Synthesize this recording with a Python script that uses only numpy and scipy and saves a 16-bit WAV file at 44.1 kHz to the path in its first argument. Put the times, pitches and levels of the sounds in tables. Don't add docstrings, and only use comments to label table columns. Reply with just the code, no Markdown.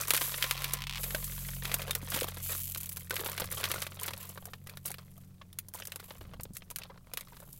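import sys
import numpy as np
from scipy import signal
from scipy.fft import rfft, irfft
from scipy.io import wavfile
from scipy.ndimage import uniform_filter1d

SR = 44100
rng = np.random.default_rng(int(sys.argv[2]) if len(sys.argv) > 2 else 0)


def unload_wav(signal):
    wavfile.write(
        sys.argv[1],
        SR,
        np.round(np.clip(np.atleast_2d(signal).T, -1, 1) * 32767).astype(np.int16),
    )


N = 334719
TIME = np.arange(N) / SR

# time in seconds, mean firing rate in Hz.
IDLE = [(0, 46.45), (1.2, 45.66), (2.6, 45.26), (3.05, 44.35), (3.6, 46.39), (5.1, 46.28), (7.55, 44.1)]
# time in seconds, then mean level in dB at 1, 2, 3 and 4 times the firing rate.
BOOM = [(0, -54, -51.5, -50, -61), (0.6, -47, -56, -45.5, -63), (1.05, -45.0, -48, -45, -50.5),
        (1.7, -45.5, -46.5, -43, -50.5), (2.4, -50.5, -45.5, -51, -54.5), (3.0, -58, -46.5, -54, -54),
        (3.9, -70, -49.5, -57, -59), (5.0, -72.5, -55, -53.5, -57.5), (5.8, -65, -57, -70, -60),
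        (7.5, -59, -60, -61, -61)]
# frequency in Hz, relative density in dB per Hz.
CABIN_COLOUR = [(28, 2.5), (50, -11), (120, 1), (170, -1), (280, -13), (2000, -36.5), (16000, -32)]
# start in seconds, length in seconds, relative level in dB, brightness in dB.
SQUEEZES = [(0, 0.0094, -33, 2), (0.069, 0.4, -41.5, 4), (0.516, 0.25, -45.5, 1),
            (0.977, 0.223, -49.5, -3.5), (1.208, 0.35, -48, 3.5), (1.617, 0.19, -43.5, -1),
            (1.789, 0.19, -46.5, -2.5), (2.019, 0.12, -46.5, 1), (2.099, 0.093, -37, 2),
            (2.266, 0.017, -40.5, 0.5), (2.335, 0.13, -49.5, 2.5), (2.494, 0.032, -38, 2.5),
            (2.586, 0.48, -55.5, 4), (3.119, 0.18, -43, -5), (3.308, 0.16, -46.5, 0), (3.504, 0.11, -43, 2),
            (3.573, 0.19, -39.5, -1), (3.79, 0.046, -44.5, 2), (3.902, 0.062, -50.5, -1.5),
            (3.99, 0.086, -42.5, 0), (4.131, 0.19, -53.5, -0.5), (4.339, 0.14, -60.5, -7),
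            (4.473, 0.077, -62.5, -3), (4.658, 0.076, -58, -5), (4.844, 0.05, -50, -0.5),
            (4.968, 0.043, -57.5, -5.5), (5.064, 0.18, -70, 4.5), (5.752, 0.044, -50, 3),
            (5.836, 0.4, -59, -4), (6.239, 0.094, -63, -6), (6.535, 0.03, -58, 9),
            (6.788, 0.064, -56.5, -5), (6.9, 0.066, -69.5, -13), (7.063, 0.054, -62.5, -6),
            (7.167, 0.033, -52, -1), (7.246, 0.16, -59.5, -3), (7.417, 0.067, -69.5, -11)]
# frequency in Hz, relative gain in dB.
FOIL_COLOUR = [(200, -15), (550, -2.5), (790, -9), (1150, -0.5), (1600, 2), (2400, 3.5), (3600, 2.5),
               (5500, -3), (7500, -4.5), (12000, 0.5), (16000, -5)]
# start in seconds, relative levels in dB of panel (210-1010 Hz),
# crack (1.3-5.25 kHz) and sizzle (above 6.6 kHz), half the time over which the buckles spread in seconds.
SNAPS = [(0.0815, -40.5, -38, -28.5, 0.0085), (.106, -34, -22, -19.5, 0.00037),
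         (0.136, -31, -31, -24, 0.0022), (0.146, -39.5, -26.5, -25, 0.004), (0.1649, -43, -36, -25, 0.0011),
         (0.175, -54, -30, -26.5, 0.0025), (0.2116, -34, -29.5, -29.5, 0.003),
         (0.342, -45, -32, -53, 0.00082), (0.425, -61, -24.5, -29.5, 0.000061),
         (0.441, -38, -28.5, -37, 0.00034), (0.5108, -41, -25, -26, 0.00044),
         (0.577, -54, -37.5, -55, 0.00041), (0.62, -45, -37, -36.5, 0.0014),
         (0.643, -48, -29.5, -30, 0.00018), (0.7354, -40, -35.5, -24, 0.00043),
         (1.033, -50, -36.5, -28.5, 0.0059), (1.106, -51, -38.5, -39, 0.0013),
         (1.148, -47, -31, -32, 0.0028), (1.2432, -65, -50, -31, .005), (1.486, -54, -41.5, -43, 0.0022),
         (1.6528, -62, -31.5, -36.5, 0.00079), (1.7165, -41, -31.5, -40, 0.00047),
         (1.742, -36.5, -29.5, -22, 0.0013), (1.8186, -43, -36.5, -37, 0.0029),
         (1.8793, -35.5, -40, -45, 0.0084), (1.9088, -48, -30.5, -28, 0.0011),
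         (1.951, -47, -33, -26, 0.00067), (2.143, -40, -31, -29.5, 0.0021),
         (2.1598, -34.5, -37, -31, 0.0032), (2.19, -57, -48, -36, .0003),
         (2.2104, -61, -32.5, -32, 0.00073), (2.231, -58, -37, -32.5, 0.00032),
         (2.243, -34, -38.5, -35, 0.00035), (2.3706, -43, -45, -44, 0.0044),
         (2.748, -61, -38.5, -34, 0.0012), (2.759, -45.5, -43, -46, 0.00054),
         (2.803, -67, -50, -38, 0.0011), (2.843, -66, -53, -43, 0.00043), (2.892, -64, -52, -34.5, 0.00029),
         (2.928, -75, -68, -37, 0.00028), (2.9701, -51, -43, -33.5, 0.0077),
         (3.0968, -68, -52, -38, 0.0011), (3.1076, -38.5, -31.5, -32, 0.00032),
         (3.1574, -50, -42, -34, 0.00036), (3.166, -46, -31, -42, 0.00014), (3.194, -41, -40, -41, 0.00027),
         (3.317, -52, -43, -37.5, 0.00033), (3.2606, -36.5, -34.5, -34, 0.0053),
         (3.3779, -42, -32.5, -38, 0.001), (3.399, -35, -36.5, -29, 0.0032),
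         (3.4181, -41, -35.5, -61, 0.0018), (3.442, -42, -40.5, -39.5, 0.0017),
         (3.514, -50, -54, -33, 0.0012), (3.524, -49, -41.5, -31, 0.0014),
         (3.6402, -41, -26.5, -32.5, 0.000052), (3.654, -44, -32, -44, 0.0021),
         (3.706, -54, -37, -45, .0002), (3.7155, -42, -30.5, -28.5, 0.0012),
         (3.742, -37, -43, -37, 0.00037), (3.8192, -42.5, -32.5, -32, 0.0035),
         (3.8666, -41.5, -36.5, -40.5, 0.0019), (4.032, -64, -42, -30.5, 0.00092),
         (4.065, -57, -54, -35, .0003), (4.0799, -39.5, -33.5, -35.5, 0.0022),
         (4.107, -42.5, -44.5, -46, 0.00087), (4.1344, -44, -37.5, -41.5, 0.0015),
         (4.177, -58, -61, -41.5, 0.00094), (4.291, -52, -60, -39, 0.003), (4.3477, -70, -67, -49, .0003),
         (4.375, -41.5, -46, -59, 0.0011), (4.455, -51, -52, -38, 0.00015),
         (4.5343, -45, -40.5, -53, 0.00083), (4.671, -53, -46.5, -45, 0.0014),
         (4.696, -64, -44.5, -44.5, 0.00082), (4.7718, -51, -43.5, -44.5, 0.00061),
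         (4.8571, -56, -50, -28.5, 0.0066), (4.878, -66, -46, -35, 0.0046),
         (4.904, -43.5, -52, -39, 0.00078), (4.9158, -68, -45, -36.5, 0.00029),
         (4.942, -55, -42.5, -45, 0.00016), (4.984, -53, -47.5, -54, 0.00093),
         (5.178, -56, -78, -51.5, 0.0015), (5.415, -54, -48.5, -75, 0.0017),
         (5.529, -78.5, -53.5, -49.5, 0.0019), (5.5874, -78, -40, -30.5, 0.00048),
         (5.685, -61, -64, -43, 0.00025), (5.7378, -59, -50, -39.5, 0.00033),
         (5.7461, -41.5, -68, -38, 0.0034), (5.8, -44, -52, -47, 0.00066),
         (5.8217, -49, -39.5, -59, 0.00049), (5.8531, -66, -49, -39.5, 0.001),
         (5.872, -56, -50, -36, 0.00029), (5.92, -53, -38, -40, 0.00052), (5.959, -47, -44, -36, 0.001),
         (5.9976, -48.5, -46, -45, 0.003), (6.1063, -43.5, -43.5, -58, 0.00015),
         (6.2106, -47, -50.5, -63, 0.0015), (6.3359, -45, -49.5, -59, 0.0034),
         (6.398, -45, -48.5, -63, 0.00051), (6.409, -78, -57, -43, .0006),
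         (6.434, -77, -72, -35.5, 0.00038), (6.4538, -46, -51.5, -84, 0.00015),
         (6.5682, -63, -44.5, -36, 0.002), (6.621, -54, -48.5, -75, 0.0013),
         (6.7026, -54.5, -48.5, -40.5, 0.00029), (6.71, -51, -50, -39, 0.0015),
         (6.7602, -65, -40, -31.5, 0.0006), (6.7857, -56, -46, -37.5, 0.00027),
         (6.818, -54, -43.5, -60, 0.0013), (6.835, -70, -42.5, -53, 0.00012),
         (6.9001, -45.5, -54.5, -90, 0.0036), (7.1361, -44, -41.5, -34.5, 0.0004),
         (7.1729, -46, -34, -32, 0.0003), (7.209, -55, -45.5, -40.5, 0.00047),
         (6.976, -56, -56, -76.5, 0.00059), (7.3682, -62, -55, -52, 0.00026),
         (7.402, -53, -60, -47.5, 0.00088), (7.425, -49.5, -71, -72, 0.0025),
         (7.529, -82, -70, -42.5, 0.00057)]
# start in seconds, length in seconds, slips per second at first,
# slips per second at last, unevenness (0 regular, about 1 bunched), relative level of rasp in dB,
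# relative level of hiss in dB, swell over the stroke in dB.
STROKES = [(.21, 0.17, 990, 680, .06, -39.5, -30.5, -15), (.4, .13, 560, 278, 0.47, -39.5, -44, 0),
           (.54, 0.275, 133, 95, 0.15, -39.5, -64, -1), (.99, 0.62, 2300, 1920, .85, -59, -39, -7),
           (1.63, 0.14, 1380, 900, 0.62, -43, -46.5, -2.5), (2.425, .17, 560, 340, 0.37, -59, -35.5, -1.5),
           (2.6, 0.12, 170, 107, 0.17, -76, -37.5, -0.5), (2.75, 0.3, 101, 78, 0.71, -55.5, -37, -13),
           (3.12, 0.18, 143, 148, 0.87, -53, -40, 0.5), (4.205, 0.06, 600, 300, 0.8, -44, -41, -9.5),
           (4.28, 0.23, 255, 110, 0.88, -78, -57.5, 1), (4.52, 0.76, 226, 66, 0.88, -70, -65, -2.5),
           (5.8, 0.23, 197, 220, 0.9, -90, -64, -1.5), (6.03, 0.2, 176, 93, 0.69, -56, -51, -9.5),
           (7.27, 0.44, 320, 560, 1.07, -84.5, -63.5, 13)]
# frequency in Hz, relative gain in dB.
RASP_COLOUR = [(350, -73), (700, -8.5), (1050, 5.5), (1400, -5), (2100, 0), (3100, -1), (5500, -6.5),
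               (6500, -12), (9000, -15)]
# frequency in Hz, relative gain in dB.
HISS_COLOUR = [(1200, -41), (1800, -23), (2800, -10.5), (5300, -13.5), (6400, -8.5), (7500, -6.5),
               (9700, -9), (11300, 3), (14800, -2.5), (16000, -2)]
# start in seconds, pitch in Hz, level in dB.
POPS = [(.425, 3170, -26), (.511, 1195, -33), (.643, 2350, -32), (1.147, 610, -26.5), (1.147, 1545, -29),
        (1.909, 3650, -24.5), (3.11, 1510, -27), (3.761, 1458, -35), (4.018, 1019, -36), (4.477, 720, -44),
        (5.414, 1103, -44.5), (6.713, 962, -46), (6.898, 980, -45), (7.323, 956, -46)]
# start in seconds, relative level in dB.
RATCHET = [(0.8207, -35), (0.8391, -37), (0.8694, -34), (0.8958, -33), (0.91, -38), (.9257, -38),
           (.9358, -39), (0.9475, -39), (0.9569, -34.5), (.965, -42), (.973, -37.5), (.9805, -38)]
# frequency in Hz, relative gain in dB.
RIDGE_COLOUR = [(500, -28), (1000, -7), (1650, -11), (2200, -3.5), (3200, -2), (5300, -11), (6800, -15.5),
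                (15000, -20)]
# start in seconds, pitch in Hz, level in dB.
KNOCKS = [(2.03, 260, -35.5), (2.143, 195, -28.5), (2.22, 500, -23), (3.199, 380, -32.5),
          (3.417, 155, -28.5), (3.42, 520, -29), (6.395, 110, -32), (6.507, 185, -34.5)]
# start in seconds, length in seconds, rumble level in dB.
GRIP = [(3.423, 0.36, -52.5), (4.02, .12, -55), (6.182, 0.36, -52)]

HUNT_HZ, HUNT_DEPTH, HUNT_CREST_S = 2.02, 0.013, 0.755
BOOM_WAVER_DB, CABIN_AIR_DB = 1.3, -58.5
SQUEEZE_ATTACK_S, SQUEEZE_RELEASE_S = 0.013, 0.037
STROKE_ATTACK_S, STROKE_RELEASE_S = 0.03, 0.011
FOLD_DB, CREASE_DB = -2.5, 1.5
HELD_DB = -73.5
WARP_HZ = 378
EVEN_FROM_DB, EVEN_FULL_DB = -49, -23
POP_T60_S, KNOCK_DECAY_S = .042, .0045
TOP_HZ = 15900


def undb(db):
    return 10 ** (np.asarray(db) / 20)


def unit(x):
    return x / np.sqrt(np.mean(x ** 2) + 1e-20)


def curves(table):
    s, *columns = np.transpose(table)
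    return [np.interp(TIME, s, column) for column in columns]


def band(x, lo_hz, hi_hz):
    edges_hz = [lo_hz, min(hi_hz, .45 * SR)]
    return signal.sosfilt(signal.butter(N=3, Wn=edges_hz, btype="band", fs=SR, output="sos"), x)


def colour(x, points, size=1024):
    hz, db = np.transpose(points)
    bins_hz = np.arange(size + 1) * SR / size / 2
    gain = undb(np.interp(np.log(bins_hz + 1), np.log(hz), db))
    cepstrum = irfft(np.log(gain))
    cepstrum[1:size] *= 2
    cepstrum[size + 1:] = 0
    response = irfft(np.exp(rfft(cepstrum)))[:size]
    return signal.fftconvolve(x, response)[:len(x)]


def steady(x, size=1500):
    power = uniform_filter1d(uniform_filter1d(x ** 2, size=size), size=size)
    return x / np.sqrt(np.abs(power) + 1e-3 * np.mean(x ** 2))


def gesture(start_s, length_s, attack_s, release_s):
    attack = np.clip((TIME - start_s) / attack_s + .5, 0, 1)
    return attack * np.exp(-np.maximum(TIME - start_s - length_s, 0) / release_s)


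def ring(film_t60, film_db, cabin_t60, cabin_db, size=4000):
    t = TIME[:size]
    film, cabin = rng.standard_normal((2, size))
    flutter = unit(film * undb(-60 * t / film_t60))
    echo = unit(cabin * undb(-60 * t / cabin_t60) * (1 - np.exp(-t / .002)))
    front = t == 0
    return (undb(film_db) * flutter + undb(cabin_db) * echo) / np.sqrt(size) + front


def broadband(x, evenness):
    power = uniform_filter1d(np.abs(rfft(x)) ** 2, size=max(int(WARP_HZ * len(x) / SR), 1))
    hz = np.linspace(1, SR / 2, len(power))
    correction_db = -10 * evenness * np.log10(np.abs(power) + 1e-12)
    return colour(x, np.column_stack([hz, correction_db]))


def waver(size=9000):
    held = np.repeat(rng.standard_normal(N // size + 1), size)
    return unit(uniform_filter1d(uniform_filter1d(held, size=size), size=size)[:N])


def car():
    hunt = 1 + HUNT_DEPTH * np.cos(2 * np.pi * HUNT_HZ * (TIME - HUNT_CREST_S))
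    phase = 2 * np.pi * np.cumsum(curves(IDLE)[0] * hunt) / SR
    out = undb(CABIN_AIR_DB) * unit(colour(rng.standard_normal(N), CABIN_COLOUR))
    for harmonic, db in enumerate(curves(BOOM), 1):
        level = undb(db + BOOM_WAVER_DB * waver())
        out += level * np.sin(harmonic * phase + 2 * np.pi * rng.random())
    return out


def squeezing():
    power = np.full((3, N), undb(HELD_DB) ** 2)
    for s, length_s, db, bright_db in SQUEEZES:
        shares = undb([db + FOLD_DB - bright_db, db, db + CREASE_DB + bright_db])
        power += np.outer(shares, gesture(s, length_s, SQUEEZE_ATTACK_S, SQUEEZE_RELEASE_S)) ** 2
    return 10 * np.log10(power)


def crumple(db, dice, rate, spread_db, lo_hz, hi_hz, t60, pitched):
    out = np.zeros(N)
    busy = rate * np.minimum(undb(.4 * (db + 45.5)), 4)
    for k, (chance, strength) in enumerate(dice):
        size = undb(spread_db * np.minimum(np.abs(strength), 2.3))
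        buckles = (chance < busy / len(dice) / SR) * np.sign(strength) * size
        facet_hz = lo_hz * (hi_hz / lo_hz) ** ((k + rng.random()) / len(dice))
        click = band(ring(t60, 0, 0.094, -0.56), lo_hz, hi_hz)
        t = TIME[:len(click)]
        note = np.sin(2 * np.pi * facet_hz * t) * np.exp(-t * np.sqrt(facet_hz) * 9)
        out += signal.oaconvolve(buckles, unit(click) + pitched * unit(note))[:N]
    return steady(colour(out, FOIL_COLOUR), size=2000) * undb(db - 5.0)


def crumpling(count=14):
    fold_db, crinkle_db, crease_db = squeezing()
    large = [(rng.random(N), rng.standard_normal(N)) for _ in range(count)]
    tiny = [(rng.random(N), rng.standard_normal(N)) for _ in range(count)]
    folds = crumple(fold_db, large, 170, 8.5, 350, 1150, t60=.02, pitched=1.2)
    crinkles = crumple(crinkle_db, large, 230, 9, 1100, 5500, t60=.014, pitched=.8)
    creases = crumple(crease_db, tiny, 260, 9, 5500, 17000, t60=.018, pitched=.6)
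    return folds + crinkles + creases


def facet(size, count=3):
    hz = 500 * 12 ** rng.random((count, 1))
    t = TIME[:size]
    return np.sum(np.sin(2 * np.pi * hz * t) * np.exp(-t * np.sqrt(hz) * 7) * np.sqrt(hz), axis=0)


def snaps(size=4000):
    out = np.zeros(N + size)
    for s, panel_db, crack_db, sizzle_db, run_s in SNAPS:
        when, strength = rng.random(6), rng.standard_normal(6)
        buckles = np.zeros(size)
        buckles[0] = 2
        at = np.clip(when * 2 * run_s * SR, 0, size - 1).astype(int)
        np.add.at(buckles, at, strength * min(run_s / 0.00044, 1))
        evenness = np.interp(crack_db, [EVEN_FROM_DB, EVEN_FULL_DB], [.2, .85])
        patch = undb(-2) * (1 - evenness) * unit(facet(size)) / np.sqrt(size)
        response = ring(0.024, 5.0, 0.057, -4.5) + patch
        run = signal.fftconvolve(buckles, response)[:size]
        click = colour(broadband(run, evenness), FOIL_COLOUR)
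        snap = undb(panel_db) * unit(band(click, 210, 1010))
        snap += undb(crack_db) * unit(band(click, 1300, 5250))
        snap += undb(sizzle_db) * unit(band(click, 6600, 22600))
        start = int(s * SR)
        out[start:start + size] += snap
    return undb(-13.0) * out[:N]


def stroking():
    rate, uneven, rasp, hiss = np.full(N, 1. * STROKES[0][2]), np.zeros(N), 0, 0
    for s, length_s, first, last, unevenness, rasp_db, hiss_db, swell_db in STROKES:
        along = np.clip((TIME - s) / length_s, 0, 1)
        begun = TIME >= s - STROKE_ATTACK_S / 2
        rate = np.where(begun, first * (last / first) ** along, rate)
        uneven = np.where(begun, unevenness, uneven)
        pressure = gesture(s, length_s, STROKE_ATTACK_S, STROKE_RELEASE_S) * undb(swell_db * along)
        rasp = rasp + undb(rasp_db) * pressure
        hiss = hiss + undb(hiss_db) * pressure
    return rate, uneven, rasp, hiss


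def stick_slip(rate, uneven, spread_db, size=16000):
    gap, strength = rng.standard_normal((2, size))
    travel = np.cumsum(rate) / SR
    jitter = np.interp(np.arange(size), travel, uneven)
    at = np.searchsorted(travel, np.arange(size) + 2 * jitter * gap)
    rate_there = np.interp(at, np.arange(N), rate)
    variety = np.minimum(np.sqrt(300 / rate_there), 1.2) * np.sqrt(jitter)
    return np.bincount(at, undb(spread_db * variety * strength), N + 1)[:N]


def sliding(count=4):
    rate, uneven, rasp_gain, hiss_gain = stroking()
    slips = stick_slip(rate, uneven, spread_db=5.5)
    jerks = signal.oaconvolve(slips, broadband(ring(0.0078, -11, 0.036, -1.5), 1.0))[:N]
    spot = rng.integers(count, size=N)
    scrapes = sum(signal.oaconvolve(slips * (spot == k), ring(.018, 5, .05, 0))[:N] for k in range(count))
    rasp = steady(colour(jerks, RASP_COLOUR)) * rasp_gain * undb(-5.5)
    hiss = steady(colour(scrapes, HISS_COLOUR)) * hiss_gain
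    return rasp + hiss


def pops(size=4000):
    out, t = np.zeros(N + size), TIME[:size]
    for s, hz, db in POPS:
        start = int(s * SR)
        decay = np.exp(-np.log(1000) * t / POP_T60_S)
        out[start:start + size] += undb(db) * np.sin(2 * np.pi * hz * t) * decay
    return out[:N]


def ratchet():
    out = np.zeros(N)
    for s, db in RATCHET:
        tick = unit(colour(broadband(ring(.012, 3, .05, -2), .6), RIDGE_COLOUR))
        start = int(s * SR)
        out[start:start + len(tick)] += undb(db) * tick
    return undb(-12.5) * out


def hands():
    shifting = sum(undb(db) * gesture(s, length_s, SQUEEZE_ATTACK_S, SQUEEZE_RELEASE_S)
                   for s, length_s, db in GRIP)
    out = unit(band(rng.standard_normal(N), 15, 154)) * shifting
    for s, hz, db in KNOCKS:
        since = np.maximum(TIME - s, 0)
        out += undb(db) * np.sin(2 * np.pi * hz * since) * np.exp(-since / KNOCK_DECAY_S)
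    return out


def scene():
    pouch = crumpling() + snaps() + sliding() + pops() + ratchet()
    return (car() + pouch + hands())[None]


def record(dry):
    return signal.sosfilt(signal.ellip(10, .2, 80, TOP_HZ, fs=SR, output="sos"), dry)


dry = scene()
out = record(dry)
unload_wav(out)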